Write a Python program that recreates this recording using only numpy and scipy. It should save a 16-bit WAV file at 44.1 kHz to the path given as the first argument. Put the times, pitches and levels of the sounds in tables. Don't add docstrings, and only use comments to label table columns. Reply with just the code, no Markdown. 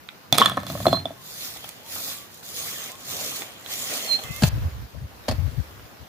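import sys
import numpy as np
from scipy import signal
from scipy.fft import rfft, irfft, next_fast_len
from scipy.io import wavfile
from scipy.ndimage import uniform_filter1d, map_coordinates

SR = 44100
rng = np.random.default_rng(int(sys.argv[2]) if len(sys.argv) > 2 else 0)


def bounce(signal):
    frames = np.transpose(np.atleast_2d(signal))
    limited = np.clip(frames, -1, 1)
    pcm = np.round(limited * 32767).astype(np.int16)
    wavfile.write(sys.argv[1], SR, pcm)


def rack_gain(trim_db):
    fader = np.asarray(trim_db, float)
    return 10 ** (fader / 20)


N = 268128

# (time [s], level [dB])
AIR = [
    (0, -52.5),
    (4.4, -51),
    (4.55, -45),
    (5.0, -53),
    (5.35, -47),
    (5.7, -49),
    (6.08, -51.5),
]
# (frequency [Hz], density [dB per Hz])
AIR_COLOUR = [(120, -4), (200, -3.5), (316, -5), (401, -4), (732, -5.5), (1520, -8), (2450, -12.5),
              (4160, -14.5), (6450, -19), (8490, -26), (14400, -17), (15800, -22)]
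# (frequency [Hz], likeness [-1 to 1])
AIR_ALIKE = [(60, -0.61), (240, 0.5), (950, -0.037), (3770, -0.019), (15000, -0.0039)]

# (time [s], click peak [dB], low knock [dB], middle knock [dB], high knock [dB])
PEBBLES = [(0.0885, -38, -51, -30, -31.5), (1.5619, -34, -37, -55, -58), (1.5723, -23, -51, -50, -39),
           (1.6427, -23, -34.5, -36, -47), (1.6912, -15.5, -45, -53, -62), (1.9594, -35, -36, -51, -49),
           (2.43, -39, -58, -41, -49), (3.3194, -26, -37, -46, -59), (3.4202, -22.5, -36, -35, -31.5),
           (3.6614, -29, -56, -37, -35), (4.1899, -31, -32.5, -41, -47), (4.2375, -18.5, -47, -46, -38)]
# (frequency [Hz], level [dB], t60 [s])
STONE = [(2380, 3, 0.0051), (3070, -4, 0.0048), (3340, -1, 0.0075), (3940, -2, 0.0076)]
PEBBLE_GRIT_DB, PEBBLE_SKID = -10, 2500

# (time [s], held [s], level [dB])
LOADS = [
    (0.28, .03, -58),
    (0.332, 0.069, -43),
    (0.46, 0.2, -40),
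    (0.71, 0.0076, -31.5),
    (0.81, .01, -33.5),
    (0.87, 0.057, -27),
    (1.54, 0.029, -59),
    (3.09, 0.0079, -54),
]
LAND, SETTLE = 430, 115
STROKE_HUM_DB, REST_DB = -21, -63

# (time [s], crack peak [dB], handle [dB], plank [dB], blade [dB])
BOUNCES = [(0.3260, 0, -17, -26, -9.5), (0.3788, -12, -43, -28, -39), (0.383, 5, -27.5, -10, -15),
           (0.416, -30, -31, -2, -18), (0.4234, -18, -29, -15, -17.5), (0.3972, -26, -43, -28, -22),
           (0.4047, -32, -36, -31, -30), (0.4333, -20, -34, -27, -24), (0.4485, -19, -44, -31, -28),
           (0.4582, -11.5, -25, -9.5, -9.5), (0.4827, -43, -36, -22, -43), (0.497, -18, -42, -21.5, -29),
           (0.517, -64, -28.5, -27, -31), (0.5712, -27, -23, -20.5, -39), (0.5751, -29, -22.5, -16, -37),
           (0.6325, -29, -33.5, -31, -41), (0.667, -24, -38.5, -32.5, -35), (0.7001, -30, -30.5, -30, -35),
           (0.7516, -34, -27, -30.5, -54), (0.7746, -36, -37, -34, -45), (0.8023, -33, -28, -32.5, -46),
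           (0.8551, -32, -19.5, -15.5, -48), (0.8663, -21, -7, -19, -18.5), (0.8824, -20, -16.5, -29, -26),
           (0.9283, -23, -12, -15.5, -23.5), (0.9445, -39.5, -31, -23, -47), (0.9705, -40, -36, -30, -51),
           (1.0549, -33, -23, -34.5, -25.5), (1.1054, -55, -31.5, -44.5, -65)]
# (frequency [Hz], level [dB], t60 [s])
THUD = [(116.6, 4.5, 0.12), (144.5, 2.5, 0.11), (189, 3.5, 0.08), (264, 4, 0.061)]
# (frequency [Hz], level [dB], t60 [s])
FLAT_THUD = [(140, 0, 0.096), (209, -5, 0.031), (272, 6, 0.081), (350, -4, 0.12)]
# (frequency [Hz], level [dB], t60 [s])
HANDLE = [(595, 0.5, 0.047), (659, 8, 0.036), (703, -6, 0.037)]
# (frequency [Hz], level [dB], t60 [s])
PLANK = [(1160, -21, 0.02), (1114, -1, 0.025), (1244, 2, 0.017), (1297, -20, 0.012), (1750, -6, 0.018),
         (2110, -10.5, 0.0095)]
# (frequency [Hz], level [dB], t60 [s])
BLADE = [(2300, -12.5, 0.021), (2720, -33, 0.025), (2990, -20, 0.019), (3100, -16.5, 0.03),
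         (3437, 9, 0.028), (3540, 4, 0.021), (4170, -10, 0.038), (5330, -8, 0.012), (7130, -8, 0.014),
         (9700, -18.5, 0.016)]
# (frequency [Hz], density [dB per Hz])
DRAG_COLOUR = [(100, -32), (180, 2), (400, -9.5), (700, -2), (1200, -11), (2000, -9.5), (2800, -16),
               (3500, -5), (4500, -16), (8000, -24.5), (15800, -26)]
# (frequency [Hz], likeness [-1 to 1])
TOOL_ALIKE = [(60, 0.32), (150, 1), (380, 0.97), (950, 0.86), (2380, 0.17), (5980, 1), (15000, 0.37)]
# (frequency [Hz], left over right [dB])
TOOL_PAN = [(60, -3), (180, -0.5), (550, -4), (1650, 1), (4970, -3.5), (15000, -8)]
THUD_DB, FLAT_THUD_DB, LIES_FLAT_S = 3, -8, 0.8
DRAG_DB, DRAG_GROWS, DRAG_HOLD_S, DRAG_FALL = -26.5, 0.61, 0.0074, 147
SING_DB, SINGS_S = 17.5, (0.55, 0.94)
CHATTER_DB, CHATTERS_S = 22, (0.37, 0.452)

# (frequency [Hz], t60 [s])
WALL_T60 = [(200, 0.23), (2000, 0.27), (10000, 0.1)]
# (frequency [Hz], level [dB])
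WALL_COLOUR = [(100, -1), (600, -3.5), (2000, 5.5), (12000, -1)]

# (full pressure from [s], held [s], hiss [dB], grit [dB], suddenness [factor])
STROKES = [(0.69, 0.22, -42.5, -48.5, 2), (1.3, 0.054, -42, -52, 0.95), (1.42, 0.061, -38, -46, 0.98),
           (1.685, 0.0097, -46, -50.5, 1.5), (1.923, 0.2, -35.5, -43, 1.75), (2.33, 0.054, -51.5, -71, 1.8),
           (2.435, 0.075, -43.5, -54.5, 11), (2.588, 0.11, -32.5, -38.5, 1.4),
           (2.79, 0.1, -41.5, -43.5, 2.8), (3.088, 0.033, -39, -49, 2.2), (3.14, 0.16, -34.5, -38, 1.05),
           (3.359, 0.058, -39.5, -43.5, 2.8), (3.72, 0.11, -36.5, -40, 1.7),
           (3.88, 0.076, -33.5, -37.5, 0.8), (4.08, 0.047, -41, -39.5, 0.62), (4.33, 0.069, -44, -50, 2.9),
           (4.43, 0.12, -35, -41, 4.5)]
# (frequency [Hz], density [dB per Hz])
BRISTLES = [(1470, -26), (2500, -9), (2920, -32), (3510, -0.5), (3820, -3), (4130, 0.5), (4420, -0.5),
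            (5320, -1.5), (6920, 1.5), (7650, -3.5), (9790, -6), (14900, -2.5), (15800, -8.5)]
# (frequency [Hz], density [dB per Hz])
GRIT = [(88, -38), (150, -10), (238, -3), (372, -6.5), (568, -1), (743, -3), (948, -10), (1120, -2),
        (1580, -8.5), (1870, -4), (2350, -4.5), (2890, -1.5), (3200, 1), (4160, -10), (7040, -120)]
# (frequency [Hz], likeness [-1 to 1])
BROOM_ALIKE = [(60, -0.99), (270, 0.63), (740, 0.78), (1220, 0.095), (2010, 0.081), (2600, -0.33),
               (2950, -0.71), (3400, -0.52), (4500, -0.43), (5500, -0.13), (7000, 0.049), (9080, -0.0045),
               (15000, -0.12)]
# (frequency [Hz], left over right [dB])
BROOM_PAN = [(60, -14), (180, -5), (550, 0.5), (1650, -1.5), (4970, 0.5), (15000, -4.5)]
PRESS, LIFT, GRIT_PRESS, GRIT_LIFT = 114, 78.4, 91, 48.6
SWEEP_ENDS_S = 4.49
SHADED_HZ, SHADE, TURNS_S = (5200, 9600), 0.34, (1.8, 3.1)

# (time [s], peak [dB], pitch [Hz])
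TICKS = [(0.7218, -25, 12200), (1.8637, -33, 3460), (2.3441, -32, 6800), (2.6, -23, 7030),
         (2.8417, -24, 6770), (2.918, -25, 7280), (2.9543, -31, 3470), (3.0121, -32, 5520),
         (3.4059, -26, 3460), (3.597, -36, 7150), (3.611, -34, 7210), (3.647, -35, 4060),
         (4.0466, -19.5, 4280), (4.3121, -34, 6800), (4.363, -20, 12700)]

# (middle [s], lowest pitch [Hz], level [dB], left over right [dB])
PIPES = [
    (0.954, 4143, -32, -12),
    (4.135, 4152, -23.5, -10),
]
# (time from middle [s], pitch over lowest [Hz], level [dB])
PIPE_SHAPE = [
    (-.085, 183, -21),
    (-.07, 127, -20),
    (-.018, 5, 0.5),
    (.015, 8.8, 0.5),
    (.04, 65, -9),
    (.055, 47, -21),
    (.09, 42, -38),
]
# (start [s], length [s], pitch from [Hz], pitch to [Hz], level [dB])
CROONS = [
    (1.16, 0.068, 1080, 1050, -60),
    (1.81, 0.084, 817, 925, -60),
    (2.07, 0.206, 1130, 1150, -61),
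    (2.89, 0.078, 982, 1090, -55.5),
]
# (start [s], length [s], pitch from [Hz], pitch to [Hz], level [dB])
SQUAWKS = [
    (4.23, 0.183, 2078, 2120, -47.5),
]

# (time [s], held [s], level [dB], left over right [dB])
GUSTS = [(4.252, 0.0083, -40.5, 34), (4.295, 0.017, -32.5, 29), (4.35, 0.062, -47, 15),
         (4.453, 0.037, -26.5, 7), (4.529, 0.061, -27.5, 4), (4.619, 0.058, -27, -3),
         (4.719, 0.13, -39.5, -3.5), (4.948, 0.036, -32.5, 18), (5.019, 0.035, -36, 2),
         (5.1, 0.12, -56.5, -1), (5.3, 0.056, -31.5, 0.5), (5.383, 0.1, -25, 20), (5.52, 0.024, -34.5, 11),
         (5.582, 0.015, -20, 23), (5.65, 0.21, -52, 2), (6.009, 0.028, -44.5, 12)]
# (frequency [Hz], density [dB per Hz])
RUMBLE = [(15, -52), (25, -14), (53, -1.5), (85, 2), (102, 0), (172, -19), (303, -29.5), (361, -40),
          (500, -37), (650, -35), (1100, -120)]

# (time [s], crack peak [dB], thud [dB], shaft [dB], thud pitch [Hz])
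BITES = [
    (4.422, -14.5, -15, -46, 209),
    (4.4349, -7, -7, -15, 137),
    (4.4742, -26.5, -33, -35, 149),
    (5.2825, -21, -29, -17.5, 278),
    (5.2861, -18.5, -26, -22, 251),
    (5.2908, -30, -34, -31, 250),
    (5.296, -29, -26.5, -23, 115),
    (5.3119, -19.5, -39, -24, 111),
    (5.3213, -55, -29, -22, 212),
]
# (multiple of the thud pitch [ratio], level [dB], t60 [s])
EARTH = [(1, 10, 0.039), (1.7, -12, 0.026)]
# (frequency [Hz], level [dB], t60 [s])
SHAFT = [(600, 2, 0.034), (678, -3, 0.023), (910, 2, 0.011)]
# (frequency [Hz], level [dB], t60 [s])
HOE_BLADE = [(1605, 2, 0.035), (2600, 0, 0.032), (4610, 14, 0.018), (5700, 6, .012), (6600, -1, .012),
             (11500, -22, 0.0089)]
# (frequency [Hz], density [dB per Hz])
SPRAY = [(200, -32), (450, -1), (700, 0), (1200, -5), (2500, -11.5), (4500, -8), (7500, -15), (15800, -28)]
HOE_BLADE_DB = -10

# (frequency [Hz], gain [dB])
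MICROPHONE = [(20, -40), (40, -16), (60, 1), (90, -0.5), (15500, 0), (15800, -33), (16700, -52)]


def unit(x):
    return x / np.sqrt(np.mean(x ** 2) + 1e-20)


def along(points, hz):
    f, v = np.transpose(points)
    return np.interp(np.log(hz + 1), np.log(f + 1), v)


def curves(rows):
    s, *cols = np.transpose(rows)
    t = np.arange(N) / SR
    gate = np.clip(np.minimum(t - s[0], s[-1] - t) / 0.005, 0, 1)
    return [np.interp(t, s, c) for c in cols] + [gate]


def wobble(rate):
    knots = rng.standard_normal(int(N * rate / SR) + 4)
    return map_coordinates(knots, [np.arange(N) * rate / SR])


def swell(s, held, db, rise, fall):
    t = np.arange(0, N, 32) / SR
    s, held, db, rise, fall = np.broadcast_arrays(s, held, db, rise, fall)
    before = rise[:, None] * np.maximum(s[:, None] - t, 0)
    after = fall[:, None] * np.maximum(t - (s + held)[:, None], 0)
    gain = np.linalg.norm(rack_gain(db[:, None] - before - after), axis=0)
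    return np.interp(np.arange(N) / SR, t, gain)


def filtered(x, response):
    m = next_fast_len(N + 8192)
    return irfft(rfft(x, m) * response(np.fft.rfftfreq(m, 1 / SR)), m)[..., :N]


def spread(pair, alike, pan=((100, 0),)):
    m = next_fast_len(N + 8192)
    hz = np.fft.rfftfreq(m, 1 / SR)
    turn = np.arccos(np.clip(along(alike, hz), -1, 1)) / 2
    mid, side = rfft(pair, m) * [np.cos(turn), np.sin(turn)]
    tilt = rack_gain(along(pan, hz) / 2)
    return irfft(np.array([(mid + side) * tilt, (mid - side) / tilt]), m)[:, :N]


def turned(x, low_hz=90, lag_hz=1500):
    def response(hz):
        bass_cut = (1j * hz / (low_hz + 1j * hz)) ** 2
        lag = (lag_hz - 1j * hz) / (lag_hz + 1j * hz)
        return bass_cut * np.array([1 + 0 * hz, lag])
    return filtered(x, response)


def rush(spectrum, patchy_db, grain_db):
    z = signal.stft(rng.standard_normal((2, N)), nperseg=512)[2]
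    field = uniform_filter1d(rng.standard_normal(z.shape[1:]), size=6, axis=0)
    field = uniform_filter1d(field, size=8, axis=1)
    pair = signal.istft(z * rack_gain(patchy_db * unit(field)), nperseg=512)[1][:, :N]
    grains = np.minimum(rng.exponential(size=N // 40 + 1), 5)
    grains = np.repeat(grains, 40)[:N]
    return unit(filtered(pair * rack_gain(grain_db * grains), lambda hz: rack_gain(along(spectrum, hz))))


def steady(x):
    return x / np.sqrt(np.abs(uniform_filter1d(x ** 2, size=900, axis=1)) + 0.077)


def ring(modes, cycles, scale=1, scatter_db=3, attack=0.0018, detune=0.032):
    t, chance = cycles / scale, rng.standard_normal((len(modes), 2))
    x = 0
    for (hz, db, t60), (a, b) in zip(modes, chance):
        fade = rack_gain(db + scatter_db * a - 60 * t / t60)
        x = x + fade * np.sin(2 * np.pi * hz * (1 + detune * b) * cycles)
    x = x * (1 - np.exp(-t / attack))
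    return x / np.max(np.abs(x))


def crack(db, t, t60):
    noise = signal.lfilter([1, 0.35], [1, -0.3], rng.standard_normal(len(t)))
    return noise * rack_gain(db - 3.0 - 60 * t / t60)


def place(track, s, sound):
    track[..., round(s * SR):][..., :sound.shape[-1]] += sound


def wall(x):
    hz, t, z = signal.stft(rng.standard_normal((2, SR // 4)), SR, nperseg=256)
    fade_db = along(WALL_COLOUR, hz)[:, None] - 60 * t / along(WALL_T60, hz)[:, None]
    tail = signal.istft(z * rack_gain(fade_db), SR, nperseg=256)[1]
    return signal.oaconvolve(x[None], tail / np.linalg.norm(tail[0]), axes=1)[:, :N]


def air():
    level_db = curves(AIR)[0] + 4.0
    return rack_gain(level_db) * spread(rush(AIR_COLOUR, patchy_db=1.5, grain_db=1.05), AIR_ALIKE)


def pebbles():
    out, t = np.zeros(N + SR), np.arange(SR // 8) / SR
    for s, click_db, low_db, middle_db, high_db in PEBBLES:
        knock = rack_gain(low_db + 0.5) * ring(HANDLE, t * 1.266)
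        knock = knock + rack_gain(middle_db - 0.5) * ring(PLANK, t * 1.24)
        knock = knock + rack_gain(high_db + 8.5) * ring(STONE, t)
        click = np.gradient(crack(click_db - 7.5, t, t60=0.011))
        place(out, s, click + knock)
    return out[:N]


def ground_rumble():
    s, held, hiss_db = np.transpose(STROKES)[:3]
    shake = swell(*np.transpose(LOADS), LAND, SETTLE) + rack_gain(REST_DB)
    shake = shake + swell(s, held, hiss_db + STROKE_HUM_DB, PRESS, LIFT)
    colour = [(25, -43), (55, -16.5), (100, 1.0), (170, -3.0), (300, -11.5), (500, -45.5)]
    return shake * spread(steady(rush(colour, patchy_db=4.5, grain_db=1.5)), [(60, 1.0), (150, 1.0)])


def blade_modes(s):
    sings = SINGS_S[0] < s < SINGS_S[1]
    chatters = CHATTERS_S[0] < s < CHATTERS_S[1]
    return [(hz, db + SING_DB * (k == 6 and sings) + CHATTER_DB * (k in (2, 3) and chatters), t60)
            for k, (hz, db, t60) in enumerate(BLADE)]


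def bounces():
    out, t = np.zeros(N + SR), np.arange(SR // 8) / SR
    for s, crack_db, handle_db, plank_db, blade_db in BOUNCES:
        parts = [(HANDLE, handle_db + 5.0), (PLANK, plank_db + 3.5), (blade_modes(s), blade_db + 5.5)]
        body = sum(rack_gain(db) * ring(modes, t, detune=0.0073, scatter_db=5.5) for modes, db in parts)
        ground, over_db = (THUD, THUD_DB) if s < LIES_FLAT_S else (FLAT_THUD, FLAT_THUD_DB)
        thud = rack_gain(handle_db + over_db) * ring(ground, t, detune=0.03, scatter_db=3.5)
        place(out, s, crack(crack_db - 3.5, t, t60=0.0071) + body + thud)
    return out[:N]


def dragged_grit():
    s, crack_db, _, plank_db, _ = np.transpose(BOUNCES)
    contact_db = np.maximum(crack_db, plank_db - 11)
    after = swell(s + 0.0034, DRAG_HOLD_S, DRAG_DB + DRAG_GROWS * contact_db, rise=9700, fall=DRAG_FALL)
    return after * rack_gain(2 * wobble(60)) * rush(DRAG_COLOUR, patchy_db=2.5, grain_db=3)


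def clatter():
    knocks = pebbles() + bounces()
    return spread(turned(knocks) + dragged_grit(), TOOL_ALIKE, TOOL_PAN) + rack_gain(-12.5) * wall(knocks)


def broom():
    t = np.arange(N) / SR
    s, held, hiss_db, grit_db, sudden = np.transpose(STROKES)
    catch = wobble(24.67)
    lean = 0.6 * unit(uniform_filter1d(catch, size=3500))
    pressure = swell(s, held, hiss_db, PRESS * sudden, LIFT * sudden)
    tips = pressure * rack_gain(4.0 + 0.76 * catch + lean) * rush(BRISTLES, patchy_db=2.0, grain_db=1.7)
    hidden = SHADE * np.interp(t, TURNS_S, [1, 0])
    tips = tips - hidden * filtered(tips, lambda hz: (hz > SHADED_HZ[0]) & (hz < SHADED_HZ[1]))

    kick_s, _, kick_db = np.transpose(PEBBLES)[:3]
    rolling = swell(s, held, grit_db, GRIT_PRESS * sudden, GRIT_LIFT * sudden)
    rolling = rolling + swell(kick_s, 0.0064, kick_db + PEBBLE_GRIT_DB, PEBBLE_SKID, PEBBLE_SKID)
    grit = rolling * rack_gain(1.5 + 1.0 * catch) * rush(GRIT, patchy_db=2.5, grain_db=0.44)
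    gate = np.clip((SWEEP_ENDS_S - t) / 0.0014, 0, 1)
    return spread(gate * (tips + grit), BROOM_ALIKE, BROOM_PAN)


def stems():
    out, t = np.zeros((2, N + SR)), np.arange(300) / SR
    for s, db, hz in TICKS:
        noise = np.gradient(rng.standard_normal((2, len(t))), axis=1)
        tone = np.sin(2 * np.pi * hz * t) * rack_gain(6.5)
        place(out, s, rack_gain(db - 3 - 60 * t / 0.008) * (noise + 0.5 * tone * [[1], [0]]))
    return spread(out[:, :N], [(3000, 0.3), (12000, 0.26)], BROOM_PAN)


def whistle(calls, partials, jitter):
    out, waver = np.zeros((2, N)), 1 + jitter * wobble(80)
    for call in calls:
        span = slice(int(call[0][0] * SR), int(call[-1][0] * SR))
        hz, db, pan_db, gate = [c[span] for c in curves(call)]
        phase = 2 * np.pi * np.cumsum(hz * waver[span]) / SR
        tone = sum(rack_gain(level) * np.sin(k * phase) for k, level in partials)
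        out[:, span] += np.sqrt(2) * gate * rack_gain(db + pan_db * [[0.5], [-0.5]]) * tone
    return out


def glides(calls, pan_db, early):
    return [[(s, hz_from, db - 5, pan_db),
             (s + 0.465 * length, hz_from + early * (hz_to - hz_from), db - 0.8, pan_db),
             (s + 0.88 * length, hz_to, db, pan_db),
             (s + length, hz_to, db - 9, pan_db)]
            for s, length, hz_from, hz_to, db in calls]


def birds():
    calls = [[(s + u, hz + bend, db + shape_db, pan) for u, bend, shape_db in PIPE_SHAPE]
             for s, hz, db, pan in PIPES]
    pipe = whistle(calls, [(1, 0)], jitter=0.0025)
    croon = whistle(glides(CROONS, pan_db=4.0, early=0.57), [(1, 6.0), (2, -23)], jitter=0.0093)
    squawk_partials = [(1, -1), (0.56, -11), (1.25, -7.5)]
    squawk = whistle(glides(SQUAWKS, pan_db=-17.5, early=-0.73), squawk_partials, jitter=0.0055)
    return pipe + croon + squawk + rack_gain(-12) * wall(pipe[1])


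def wind():
    s, held, db, pan_db = np.transpose(GUSTS)
    ports = np.array([swell(s, held, db + 3.5 + np.minimum(side * pan_db, 0), rise=1400, fall=800)
                      for side in (1, -1)])
    return rack_gain(4.0) * ports * steady(spread(rush(RUMBLE, patchy_db=4.0, grain_db=-0.5), [(60, 0.46)]))


def hoe():
    out, soil, t = np.zeros(N + SR), np.zeros(N + SR), np.arange(SR // 6) / SR
    for s, crack_db, thud_db, shaft_db, thud_hz in BITES:
        thud = -rack_gain(thud_db + 3.0) * ring(EARTH, t * thud_hz, scale=thud_hz, attack=0.0029)
        place(out, s + 0.002, thud)
        place(out, s, rack_gain(shaft_db - 2.5) * ring(SHAFT, t))
        place(out, s, rack_gain(crack_db + HOE_BLADE_DB) * ring(HOE_BLADE, t, scatter_db=8.0, detune=0.031))
        crumble = rack_gain(crack_db - 9.0 - 60 * t / 0.03)
        trickle = rack_gain(crack_db - 12.5 - 60 * t / 0.056)
        place(soil, s, crumble + trickle)
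    spray = soil[:N] * rush(SPRAY, patchy_db=2.5, grain_db=2.5)
    near = out[:N] * rack_gain([[2.1], [-2.1]]) + spread(spray, [(300, 0.98), (8000, 0.075)])
    return near + rack_gain(-12) * wall(out[:N] + spray[0])


def scene():
    return air() + ground_rumble() + clatter() + broom() + stems() + birds() + wind() + hoe()


def band_limit(x):
    return signal.sosfilt(signal.butter(12, 16400, fs=SR, output="sos"), x)


def record(dry):
    overloaded = dry / (1 + np.abs(dry / 0.9) ** 6) ** (1 / 6)
    mix = filtered(overloaded, lambda hz: rack_gain(along(MICROPHONE, hz)))
    return band_limit(mix)


dry = scene()
out = record(dry)
bounce(out)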